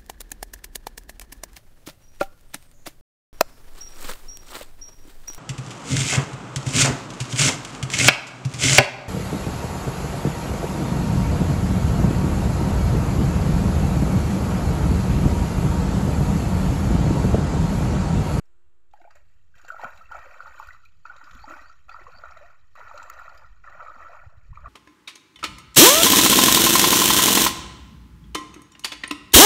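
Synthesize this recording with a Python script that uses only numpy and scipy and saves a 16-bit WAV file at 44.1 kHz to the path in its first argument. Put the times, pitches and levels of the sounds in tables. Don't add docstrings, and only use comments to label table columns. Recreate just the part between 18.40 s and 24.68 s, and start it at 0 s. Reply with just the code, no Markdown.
import sys
import numpy as np
from scipy import signal
from scipy.io import wavfile
from scipy.ndimage import uniform_filter1d

SR = 44100
rng = np.random.default_rng(int(sys.argv[2]) if len(sys.argv) > 2 else 0)


def persist_wave(psi):
    counts = np.round(np.clip(psi, -1, 1) * 32767).astype(np.int16)
    wavfile.write(sys.argv[1], SR, np.atleast_2d(counts).T)


def field_ratio(decibels):
    return 10 ** (np.asarray(decibels, dtype=float) / 20)


N = 277080

# start_s, drag_s, force_db, depth_db, splash_db
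STRIDES = [
    (0.527, 0.44, -77, 4.5, 7.5),
    (1.152, 0.47, -58, -1.5, 6),
    (1.702, 0.58, -50, 0, 2),
    (2.649, 0.59, -50.5, -1, 0),
    (3.482, 0.61, -51, 1, 0),
    (4.352, 0.63, -49.5, 1.5, 0),
    (5.237, 0.58, -51.5, -0.5, 0),
    (6.132, .3, -58.5, 0.5, 0.5),
]
# crest_s, force_db, fall_s, depth_db, splash_db
SURGES = [(0.712, -55, 0.026, 2, 0.5), (0.765, -58.5, 0.038, 2.5, 3.5), (1.288, -56, 0.018, 4.5, 7),
          (1.436, -47, 0.14, 2, 2), (1.754, -48, 0.082, 4, -1), (2.201, -52.5, 0.18, -8, 9),
          (2.929, -50.5, 0.31, -9, 9), (3.117, -46, 0.11, 0.5, 3.5), (3.85, -48, 0.038, 2.5, -5),
          (4.62, -47.5, 0.32, -2, 0.5), (5.42, -48, 0.3, 3.5, -5.5), (5.621, -46.5, 0.063, 0, -2),
          (5.74, -55.5, 0.14, 16, -10.5), (6.261, -47.5, 0.064, 3.5, -7.5)]
# level_db at the usual force, then slopes in dB per dB of force, depth, splash
HOLLOW = (-80, 1.77, -0.5, 0.)
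GURGLE = (-60.5, 1.5, 3, 1)
SLOSH = (-52, 1.3, 0.5, 0.)
TRICKLE = (-59.5, 1.13, 1.43, 1.19)
FIZZ = (-69, 0.96, 0.66, 1.2763)
SPRAYED = (-80.5, 1.13, 1.5, 2.16)
# crest_s, level_db, pitch_hz, width_ms
PLUNKS = [(1.3047, -22.5, 1403, 3.9), (1.453, -31, 1388, 6.3), (1.3293, -34.5, 1360, 5.4),
          (1.3667, -31.5, 1366, 5.4), (1.4317, -34, 1435, 5.3), (1.446, -21.5, 1376, 3.33),
          (1.479, -39, 1310.0, 7.1), (1.722, -28.5, 1372, 5.97), (1.694, -44, 1370, 7.2),
          (1.755, -34, 1300, 4.1), (1.791, -37.5, 1290, 5.5), (2.0059, -25.5, 1360, 2.7),
          (2.06, -32.5, 1260, 4.6), (2.069, -37, 1367, 5.5), (2.1999, -25.5, 1135, 2.18),
          (2.2288, -34, 1384, 4.8), (2.6559, -29, 1360, 3.9), (2.7008, -32, 1430, 7),
          (3.0818, -35, 1310, 5.2), (3.11, -31, 1314, 4.8), (3.133, -36, 1230, 2.7),
          (3.1447, -37, 1420, 4.0), (3.4943, -33.5, 1340.0, 5.3), (3.5459, -29.5, 1260, 3.2),
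          (3.566, -36.5, 1390, 4.5), (3.6688, -34.5, 1080, 5.4), (3.839, -28.5, 1353, 3.3),
          (3.857, -34, 1380, 3.3), (4.4747, -35.5, 1360, 4.5), (4.5146, -33.5, 1220, 2.65),
          (4.577, -34.5, 1350, 3.2), (4.601, -38.5, 1336, 11.2), (4.701, -30, 1300, 3.4),
          (4.7918, -34.5, 1440, 5.0), (4.7985, -29.5, 1330, 2.8), (4.882, -33, 1350, 4.2),
          (5.406, -30.5, 1290, 3.5), (5.4643, -33.5, 1250, 5.0), (5.4856, -36, 1239, 8.7),
          (5.5025, -35.5, 1260, 4.5), (5.6068, -36.5, 1260, 3.8), (5.6199, -40, 1265, 4.1),
          (5.6682, -36, 1320, 3.5), (6.1754, -32, 1206, 4.5), (6.2609, -31, 1155, 5.3),
          (0.537, -47.5, 1270, 1.46), (1.1437, -50, 1550, 4.4), (1.1976, -43, 1470, 3.4),
         (1.25, -42.5, 1360, 4.7), (1.2901, -36, 1480, 3.6), (1.3364, -38, 1290, 5.4),
         (1.496, -48, 1540, 5), (1.613, -39.5, 1284, 8.2), (1.7339, -39, 1380, 4.5),
         (2.0798, -35.5, 1370, 3.1), (2.289, -34.5, 1430, 5.1), (2.349, -40, 1260, 3.03),
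         (2.4406, -49.5, 1360, 8.8), (2.6842, -49, 1360, 3.8), (2.7184, -43, 1376, 13),
         (2.815, -39, 1370, 4.7), (2.8794, -38.5, 1160, 2.9), (2.8976, -38, 1333, 3.9),
         (3.099, -48, 1340.0, 5.6), (3.259, -38.5, 1470, 3.5), (3.3001, -38.5, 1340, 4.7),
         (3.3147, -45, 1340, 5.3), (3.485, -46, 1350, 2.85), (3.5165, -36, 1360, 5.4),
         (3.552, -45, 1310, 2.5), (3.59, -37, 1326, 3.05), (3.8726, -39, 1320, 3),
         (3.9224, -35.5, 1350, 3.5), (3.971, -39, 1300, 2.7), (4.104, -44, 1330, 4.8),
         (4.357, -39, 1290, 3.3), (4.3866, -42, 1340, 3.83), (4.4066, -38.5, 1290, 2.9),
         (4.4138, -34, 1397, 3.9), (4.424, -42, 1340.0, 5.5), (4.586, -42, 1393, 6.5),
         (4.638, -38.5, 1316, 4.5), (5.0468, -40.5, 1324, 4.5), (5.2433, -40.5, 1390, 5.4),
         (5.268, -39.5, 1330, 5.2), (5.2772, -37, 1270, 3.1), (5.2848, -36.5, 1184, 3.7),
         (5.326, -42, 1370, 4.7), (5.659, -40, 1324, 10.5), (5.75, -38, 1214, 5.5),
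         (6.132, -46.5, 1070, 4.3)]
# start_s, level_db, pitch_hz, t60_s
GULPS = [(0.537, -40.5, 841, 0.025), (0.65, -42.5, 687, 0.023), (0.675, -45.5, 856, 0.036),
         (0.756, -51, 630, 0.035), (1.248, -43.5, 760, 0.0086), (1.318, -45, 659, 0.17),
         (1.395, -32, 950, 0.025), (1.436, -24.5, 770, 0.011), (1.713, -36.5, 920, 0.031),
         (1.746, -34.5, 780, 0.029), (1.865, -45, 557, 0.033), (2.198, -37.5, 896, 0.06),
         (3.04, -36.5, 886, 0.04), (3.166, -40, 880, 0.018), (3.836, -40, 650, 0.018),
         (4.01, -45, 606, 0.073), (4.402, -43.5, 990, 0.032), (4.51, -41, 930, 0.038),
         (5.423, -44, 625, 0.061)]
# crest_s, level_db, pitch_hz, width_ms
BLIPS = [(0.59, -57.5, 616, 11.5), (0.6055, -47, 710, 9), (0.617, -51, 840, 5.25), (0.643, -51, 792, 6),
         (1.3461, -35.5, 750, 2.6), (1.462, -38, 1033, 8.3), (1.4782, -41, 900, 9.5),
         (1.7671, -45, 666, 9.1), (1.7834, -45.5, 635, 9.1), (2.0719, -43.5, 870, 11.4),
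         (2.6556, -43.5, 940, 6.9), (2.7077, -45, 800, 7.1), (2.8151, -47, 893, 8.6),
         (3.0794, -44, 635, 9.8), (3.11, -45.5, 582, 10.7), (3.4959, -46, 756, 3.8),
         (3.5461, -42.5, 945, 6.9), (3.5921, -47.5, 617, 6.7), (3.9742, -45.5, 617, 7.3),
         (4.0405, -50.5, 676, 15), (4.5495, -43, 581, 15.3), (4.6215, -39, 922, 5.8),
         (5.0234, -50.5, 877, 11.7), (5.3899, -53, 810, 5.9), (5.4001, -42, 955, 9.9),
         (5.697, -41, 680, 5.2), (5.9274, -52.5, 630, 5.7), (6.1308, -58, 950, 6.4),
         (6.1738, -48.5, 960, 6.3), (6.2673, -52, 604, 8.6)]
# crest_s, level_db, pitch_hz, width_ms
DRIPS = [(0.538, -58, 2430, 2.5), (0.565, -62, 1600, 4), (0.576, -56, 1590, 4), (0.617, -53, 2160, 2.6),
         (0.617, -53, 1480, 4), (0.644, -49, 1460, 4), (0.6532, -55, 2310, 4.5), (0.7086, -55, 2140, 1.3),
         (0.7587, -60, 2200, 6.3), (1.284, -37, 1540, 2.9), (1.4462, -35.5, 2330, 2.3),
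         (1.6588, -51.5, 2630, 4), (2.308, -34.5, 1900, 3.2), (2.4585, -48, 2420, 5.4),
         (2.656, -49.5, 2480, 5.7), (3.193, -43, 1864, 8.2), (3.4954, -39.5, 2495, 3),
         (3.5245, -45, 1846, 7.6), (3.5963, -45, 1940, 4.5), (3.922, -46.0, 2200, 2.1),
         (3.9715, -45.5, 1970, 3.3), (4.3754, -46, 1880, 4.6), (4.3868, -48.0, 1820, 4.7),
         (4.4108, -42, 1920, 3.9), (4.7003, -36.5, 1940, 2.0), (4.7896, -40, 1820, 3.7),
         (5.2439, -48.5, 1930, 7.8), (5.2766, -37, 1740, 4.4), (5.327, -42.5, 1890, 4.5),
         (5.6265, -39, 1850, 3.9), (6.1575, -47, 2320, 4.5)]
# start_s, level_db, pitch_hz
GLUGS = [(0.613, -48.5, 330), (1.234, -52, 327), (1.445, -36, 232), (1.585, -51.5, 190), (2.831, -48, 292),
         (2.951, -39.5, 238), (3.074, -37, 272), (3.099, -36.5, 306), (3.122, -37, 322), (3.156, -45, 280),
         (3.213, -48, 275), (3.609, -43, 355), (3.678, -38.5, 492), (3.76, -50, 225), (4.421, -48.5, 430),
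         (5.561, -46, 240), (6.263, -54.5, 404)]
# start_s, level_db, pitch_hz, top_db (relative to the peak)
SNAPS = [(0.512, -58, 3600, -20), (0.535, -55, 3130, -10), (0.597, -60, 4870, -19), (0.614, -56, 3680, -13),
         (0.055, -59.5, 5340, -5), (0.708, -49, 4700, -31.5), (0.754, -46, 7160, -12),
         (1.2145, -46, 6810, -10), (1.249, -42, 4430, -28), (1.282, -36, 7230, -26),
         (1.3195, -44, 4300, -11), (1.415, -40, 4200, -18), (1.44, -38, 3070, -10),
         (1.5744, -42.5, 3870, -14), (1.717, -41.5, 3010, -13), (1.789, -46, 3860, -20),
         (2.1937, -45.5, 5400, 1.5), (2.272, -45.5, 4680, -3.5), (2.331, -44.5, 3920, -15),
         (2.4514, -44.5, 3940, -14), (2.661, -45, 4360, -43), (2.764, -41.5, 3740, -26),
         (2.84, -42.5, 4940, -20), (2.91, -40.5, 3500, -26), (2.949, -43, 3400, -10),
         (3.145, -53, 4970, -9), (3.163, -52, 4840, -4), (3.214, -43.5, 3930, -28),
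         (3.326, -51.5, 5530, -24), (3.494, -40.5, 3400, -17), (3.909, -45.5, 5400, -31),
         (3.972, -44, 3860, -24), (4.354, -49, 6860, -5.5), (4.394, -46, 3870, -13), (4.541, -51, 4130, -5),
         (4.5763, -34, 4050, -26), (4.628, -36.5, 7360, -16), (4.7355, -42.5, 6050, -22),
         (4.792, -48.5, 7270, -3), (4.9757, -41, 4840, -13)]
# start_s, middle_db, top_db
CRACK = (4.6996, -41, -32)
# delay_ms, gain (linear)
ECHOES = [(4.047, -0.39), (6.3, 0.18)]
# frequency_hz, density_db (per Hz)
COLOUR = [(120, -61), (200, -22), (341, -1.5), (434, -9.5), (638, -7), (1070, -10.5), (1380, -3),
          (1630, -3.5), (2590, -15.5), (3540, -29.5), (3880, -24), (7010, -25.5), (8900, -46),
          (14400, -34.5), (16400, -42.5)]
# frequency_hz, width_hz, gain_db
HOUSING = [(930, 80, 3), (1870, 150, 4), (2090, 120, -7), (2500, 300, 4), (2885, 100, -15), (3030, 150, 4),
           (3940, 120, 4), (4110, 80, -10), (4370, 90, -8), (4860, 100, -15), (5254, 170, -17),
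           (5800, 100, -6), (6150, 170, -8), (6546, 110, -12), (6980, 400, 5), (7300, 110, -8),
           (7800, 110, -7), (8785, 200, -6), (9517, 150, -8), (11800, 200, -7), (13090, 230, -15),
           (445, 60, -6), (4272, 80, 3), (4522, 120, 3)]
# first_hz, later_hz, width_hz, first_db, later_db
SLIDING = [(1754, 1600, 121, -3.5, -12.5), (2790, 2440, 78, 10.5, 0.5), (3700, 3620, 58, -7, -6),
           (3180, 3320, 70, 2, -2), (7880, 7200, 320, 5, -1.5)]
# low_hz, high_hz, share (of the time), weight (exponent of loud)
DROPPED = [(8300, 8850, .13, 2), (8850, 9600, .07, 2), (9650, 10250, .3, 1)]
# time_s, level_db
WIND = [(0.0, -68), (0.03, -70.5), (0.82, -66), (0.93, -59.5), (2.24, -62.5), (2.27, -58), (2.43, -60.5),
        (2.89, -59.5), (2.92, -51), (3.2, -63), (3.92, -58), (4.16, -62.5), (5.39, -54.5), (5.4, -62.5),
        (6.26, -53), (6.28, -45.5)]
# start_s, level_db, pitch_hz
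THUDS = [(0.943, -54, 58), (1.442, -45, 129), (2.261, -45.5, 57), (2.915, -42.5, 39), (3.866, -48.5, 64),
         (5.093, -43, 43.6), (5.859, -37.5, 84), (5.967, -44.5, 86.5), (6.079, -35, 38.8),
         (6.088, -42, 101), (6.112, -36, 103.4), (6.222, -36.5, 47.7)]
# start_s, length_s, start_hz, end_hz, level_db
TRILLS = [
    (2.985, 0.065, 4020, 4470, -54.5),
    (3.223, 0.082, 4000, 4670, -60),
    (3.502, 0.0452, 4170, 4730, -54.5),
    (3.74, 0.0543, 4250, 4560, -52),
]
# time_s, pitch_hz, level_db
DOVE = [
    (0.06, 346, -79),
    (0.24, 356, -80),
    (0.6, 344, -87.5),
]
# frequency_hz, density_db (per Hz)
FLOOR = [(88, -47.5), (170, -23.5), (250, -14.5), (354, -12.5), (414, -6), (524, -15.5), (905, -17),
         (1340, -11), (2600, -23), (4240, -25), (4950, -32), (7770, -24), (9260, -37.5), (16000, -35.5)]

FORCE_DB, BREEZE_DB, FLOOR_DB = -50, -60, -79
ATTACK_S = 0.0012
SAG_DB_PER_S, RELEASE_DB_PER_S, KNEE_S = 1.5, 90, 0.029
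LINGER_DB, LINGER_DB_PER_S, LINGER_DEPTH_DB, LINGER_SPLASH_DB = -80.5, -1, -9, 16.5
RISE_SHARE = 0.41
CREST, SWELL_SHARE, CLIMB = 0.91, 0.3439, 0.058
FLUTTER_DB, FLUTTER_SLOPE = -74.5, 1.44
TURN_S = 2.53
EDGE_HZ = 15450
OFFSET = 0.0052


def churn():
    surge, moving = wander(size=500), water()
    hollow = swarm(181, 405, surge, per_s=120, cycles=14, spread_db=2.5, clump_db=2.5, hiss=1.1)
    gurgle = swarm(493, 1010, surge, per_s=260, cycles=26, spread_db=1.5, clump_db=0.9, hiss=0.6)
    slosh = swarm(1004, 1568, surge, per_s=600, cycles=30, spread_db=2.3, clump_db=0.8, hiss=0.7)
    trickle = swarm(1640, 2900, surge, per_s=500, cycles=40, spread_db=2.2, clump_db=1.1, hiss=1.0)
    fizz = swarm(2750, 8960, surge, per_s=1500, cycles=45, spread_db=3.2, clump_db=2.2, hiss=1.0)
    spray = swarm(7560, 17500, surge, per_s=1100, cycles=110, spread_db=3.5, clump_db=0.9, hiss=1.2)
    sizes = ((HOLLOW, hollow), (GURGLE, gurgle), (SLOSH, slosh), (TRICKLE, trickle))
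    bubbles = sum(follow(moving, law) * x for law, x in sizes)
    fine = follow(moving, FIZZ) * fizz + follow(moving, SPRAYED) * spray
    return bubbles + mirrored(fine)


def water():
    t = np.arange(N * 1000 // SR + 2) / 1000
    parts = []
    for s, length, db, depth_db, splash_db in STRIDES:
        u = t - s
        entered = np.clip(u / ATTACK_S, 0, 1)
        settle = RELEASE_DB_PER_S * KNEE_S * np.logaddexp(0, (u - length) / KNEE_S)
        force = field_ratio(db - SAG_DB_PER_S * u - settle) * entered
        ripples = field_ratio(LINGER_DB - LINGER_DB_PER_S * u) * entered
        parts.append((force ** 2, depth_db - 0.12 * settle, splash_db))
        parts.append((ripples ** 2, LINGER_DEPTH_DB, LINGER_SPLASH_DB))
    starts = np.array(STRIDES)[:, 0]
    for s, db, fall, depth_db, splash_db in SURGES:
        u = t - s
        shape = np.exp(np.where(u < 0, -(u / (RISE_SHARE * fall)) ** 2, -u / fall))
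        in_stride = t > starts[starts < s][-1]
        force = field_ratio(db) * shape * in_stride
        parts.append((force ** 2, depth_db, splash_db))
    total = sum(p[0] for p in parts) + 1e-12
    depth, splash = (sum(p[0] * p[k] for p in parts) / total for k in (1, 2))
    return t, 10 * np.log10(total), depth, splash


def follow(moving, law):
    t, force, depth, splash = moving
    db, by_force, by_depth, by_splash = law
    level_db = db + by_force * (force - FORCE_DB) + by_depth * depth + by_splash * splash
    return np.interp(np.arange(N) / SR, t, field_ratio(level_db))


def swarm(lo_hz, hi_hz, surge, per_s, cycles, spread_db, clump_db, hiss):
    clumps = evened(wander(size=400) + 0.5 * surge)
    bursts = rng.random(N) < per_s / SR
    size = field_ratio(spread_db * np.minimum(rng.exponential(1, N), 4)) * bursts
    kind, out = rng.integers(0, 12, N), np.zeros(N)
    for k, hz in enumerate(np.geomspace(lo_hz, hi_hz, num=12)):
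        grain = bubble(hz, cycles / hz, 0.4, 1.35 / hz)
        grain = grain / np.linalg.norm(grain)
        at = np.flatnonzero(size * (kind == k))
        places = (at[:, None] + np.arange(len(grain))).ravel()
        out += np.bincount(places, np.outer(size[at], grain).ravel(), N)[:N]
    out = (evened(out) + hiss * rng.standard_normal(N)) * field_ratio(clump_db * clumps)
    return evened(signal.oaconvolve(out, housing(lo_hz, hi_hz))[:N])


def bubble(hz, t60, rise, start):
    t = np.arange(round(1.5 * t60 * SR) + 8) / SR
    turns = np.cumsum(hz * 2 ** (rise * t / t60)) / SR
    return np.sin(2 * np.pi * turns) * field_ratio(-60 * t / t60) * (1 - np.exp(-t / start))


def splashes():
    out, deep, crack = np.zeros((3, N))
    high, top, sharp = housing(2900, 8600), housing(8600, 14900), housing(8000, 18000)
    puff = field_ratio(-60 * np.arange(600) / SR / 0.044)
    soft = puff ** 2 * (1 - puff ** 3) ** 2
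    swell_s = 0.002
    for s, db, hz, t60 in GULPS:
        note = bubble(0.964 * hz, np.clip(t60, 0.01, 0.15), 0.14, 1.16 * swell_s)
        add(out, s, field_ratio(db) * note / abs(note).max())
    for s, db, hz, ms in PLUNKS + BLIPS + DRIPS:
        lead, note = blip(hz, np.clip(ms, 1, 30) / 1000)
        add(out, s - lead, CREST * field_ratio(db) * note)
    for s, db, hz in GLUGS:
        lead, note = blip(hz, 0.01095)
        add(deep, s + 0.00628 - lead, field_ratio(db - 9) * note)
    for s, db, hz, top_db in SNAPS:
        lead, note = blip(hz, 0.003)
        add(out, s + 0.0023 - lead, field_ratio(db - 11) * note)
        for taps, gain_db in ((high, db - 8), (top, db + top_db - 5.5)):
            add(out, s - swell_s, field_ratio(gain_db) * tick(soft, taps))
    for taps, db in ((high, CRACK[1]), (sharp, CRACK[2])):
        add(crack, CRACK[0], field_ratio(db) * tick(puff ** 7, taps))
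    return banks(out) + deep, crack


def tick(shape, taps):
    sound = np.convolve(shape * rng.standard_normal(600), taps)[:900]
    return sound / abs(sound).max()


def blip(hz, width):
    lead = 2 * SWELL_SHARE * width
    t = np.arange(round((lead + 5 * width) * SR)) / SR - lead
    swell = (t / (SWELL_SHARE * width)) ** 2
    ring = (np.abs(t) / ((1 - SWELL_SHARE) * width)) ** 1.1
    turns = np.cumsum(hz * 2 ** (CLIMB * t / width)) / SR
    return lead, field_ratio(-6 * np.where(t < 0, swell, ring)) * np.sin(2 * np.pi * (turns + rng.random()))


def mirrored(x):
    out, at = x.copy(), np.arange(N)
    for ms, gain in ECHOES:
        delay = ms / 1000 * SR * (1 + 0.022 * wander(size=20000))
        out += gain * np.interp(at - delay, at, x)
    return out * np.std(x) / np.std(out)


def banks(x):
    t = np.arange(round(0.15 * SR)) / SR
    sparse = rng.choice([-1., 1.], len(t)) * (rng.random(len(t)) < 0.05)
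    tail = sparse * field_ratio(-60 * t / 0.24) * (t > 0.004)
    return x + field_ratio(-7.5) * signal.oaconvolve(x, tail / np.linalg.norm(tail))[:N]


def wind():
    out = np.zeros(N)
    wind_db = along(WIND, 1)
    flutter_db = FLUTTER_DB + FLUTTER_SLOPE * (wind_db - BREEZE_DB)
    for level_db, lo_hz, hi_hz in ((wind_db - 0.5, 18, 80.9), (flutter_db, 85, 157)):
        lumps = evened(uniform_filter1d(rng.standard_normal(N), size=2000))
        band_pass = signal.butter(3, [lo_hz, hi_hz], "bandpass", fs=SR, output="sos")
        band = signal.sosfilt(band_pass, rng.standard_normal(N))
        out += field_ratio(level_db) * evened(band * field_ratio(4.2 * lumps))
    for s, db, hz in THUDS:
        turns = np.arange(round(2.4 * SR / hz)) * hz / SR
        add(out, s, field_ratio(db) * np.sin(2 * np.pi * turns) * np.hanning(len(turns)))
    return out


def birds():
    out = np.zeros(N)
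    for s, length, hz0, hz1, db in TRILLS:
        t = np.arange(round(length * SR)) / SR
        u = t / length
        jitter_hz = 800 * uniform_filter1d(rng.standard_normal(len(t)), size=40)
        hz = hz1 + (hz0 - hz1) * (1 - u) ** 2.1 + jitter_hz
        note = np.sin(2 * np.pi * np.cumsum(hz) / SR)
        pulses = np.cos(np.pi * 85 * (length - 0.008 - t)) ** 4
        add(out, s, field_ratio(db - 4 + 10.2 * u) * note * pulses * np.minimum((1 - u) * 12, 1))
    out = signal.oaconvolve(out, causal(ripple(np.fft.rfftfreq(4096, 1 / SR))))[:N]
    first, last = DOVE[0][0], DOVE[-1][0]
    cooing = np.interp(np.arange(N) / SR, [first, first + 0.02, last - 0.05, last], [0, 1, 1, 0])
    coo = np.sin(2 * np.pi * np.cumsum(along(DOVE, 1)) / SR)
    return out + np.sqrt(2) * field_ratio(along(DOVE, 2)) * cooing * coo


def air():
    hz = np.fft.rfftfreq(4096, 1 / SR)
    taps = causal(read(FLOOR, hz) + 0.7 * ripple(hz))
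    fading_db = 6.2 * np.exp(-np.arange(N) / SR / 0.18)
    return field_ratio(FLOOR_DB + fading_db) * evened(signal.oaconvolve(rng.standard_normal(N), taps)[:N])


def housing(lo_hz, hi_hz):
    hz = np.fft.rfftfreq(4096, 1 / SR) + 1
    edges = -10 * np.log10((1 + (lo_hz / hz) ** 12) * (1 + (hz / hi_hz) ** 12))
    return causal(np.maximum(read(COLOUR, hz) + ripple(hz) + edges, -100))


def ripple(hz):
    return sum(db * np.exp(-0.5 * ((hz - f) / (width / 2)) ** 2) for f, width, db in HOUSING)


def turning(x):
    hz, t, z = signal.stft(x, SR, nperseg=1024)
    turned = 1 - np.exp(-(t / TURN_S) ** 2)
    db = 0
    for hz0, hz1, width, db0, db1 in SLIDING:
        off_hz = hz[:, None] - hz0 - (hz1 - hz0) * turned
        db = db + (db0 + (db1 - db0) * turned) * np.exp(-0.5 * (off_hz / (width / 2)) ** 2)
    return signal.istft(z * field_ratio(db), SR, nperseg=1024)[1][:N]


def gated(x):
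    hz, t, z = signal.stft(x, SR, nperseg=1024)
    power = field_ratio(uniform_filter1d(20 * np.log10(abs(z) + 1e-20), size=11, axis=1))
    loud = power[(hz > 3000) & (hz < 15000)].mean(0) * field_ratio(0.7 * t)
    for lo_hz, hi_hz, share, weight in DROPPED:
        band = (hz > lo_hz) & (hz < hi_hz)
        under = power[band].mean(0) / loud ** weight
        z[np.ix_(band, under < np.quantile(under, share))] *= field_ratio(-16)
    return signal.istft(z, SR, nperseg=1024)[1][:N]


def causal(db):
    log = np.log(field_ratio(np.concatenate([db, db[-2:0:-1]])))
    return np.fft.ifft(np.exp(log - 1j * signal.hilbert(log).imag)).real[:2048]


def wander(size):
    return evened(uniform_filter1d(uniform_filter1d(rng.standard_normal(N), size=size), size=size))


def evened(x):
    return x / np.sqrt(np.mean(x ** 2) + 1e-20)


def read(points, hz):
    f, value = np.transpose(points)
    return np.interp(np.log(hz + 1), np.log(f + 1), value)


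def along(rows, column):
    rows = np.array(rows)
    return np.interp(np.arange(N) / SR, rows[:, 0], rows[:, column])


def add(mix, s, sound):
    part = mix[round(s * SR):][:len(sound)]
    part += sound[:len(part)]


def scene():
    started = np.clip((np.arange(N) / SR - STRIDES[0][0]) / 0.0042, 0, 1)
    edge = signal.firwin(401, EDGE_HZ, window=("kaiser", 9), fs=SR)
    drops, crack = splashes()
    steady = signal.oaconvolve(turning(churn() * started + drops + air()), edge, "same")
    return (steady + crack + wind() + birds())[None]


def band_limit(x):
    return signal.sosfilt(signal.butter(12, 16500, fs=SR, output="sos"), x)


def record(dry):
    limit = signal.firwin(401, 16400, window=("kaiser", 9), fs=SR)
    mix = signal.oaconvolve(gated(dry[0])[None], limit[None], "same") + OFFSET
    return band_limit(mix)


dry = scene()
out = record(dry)
persist_wave(out)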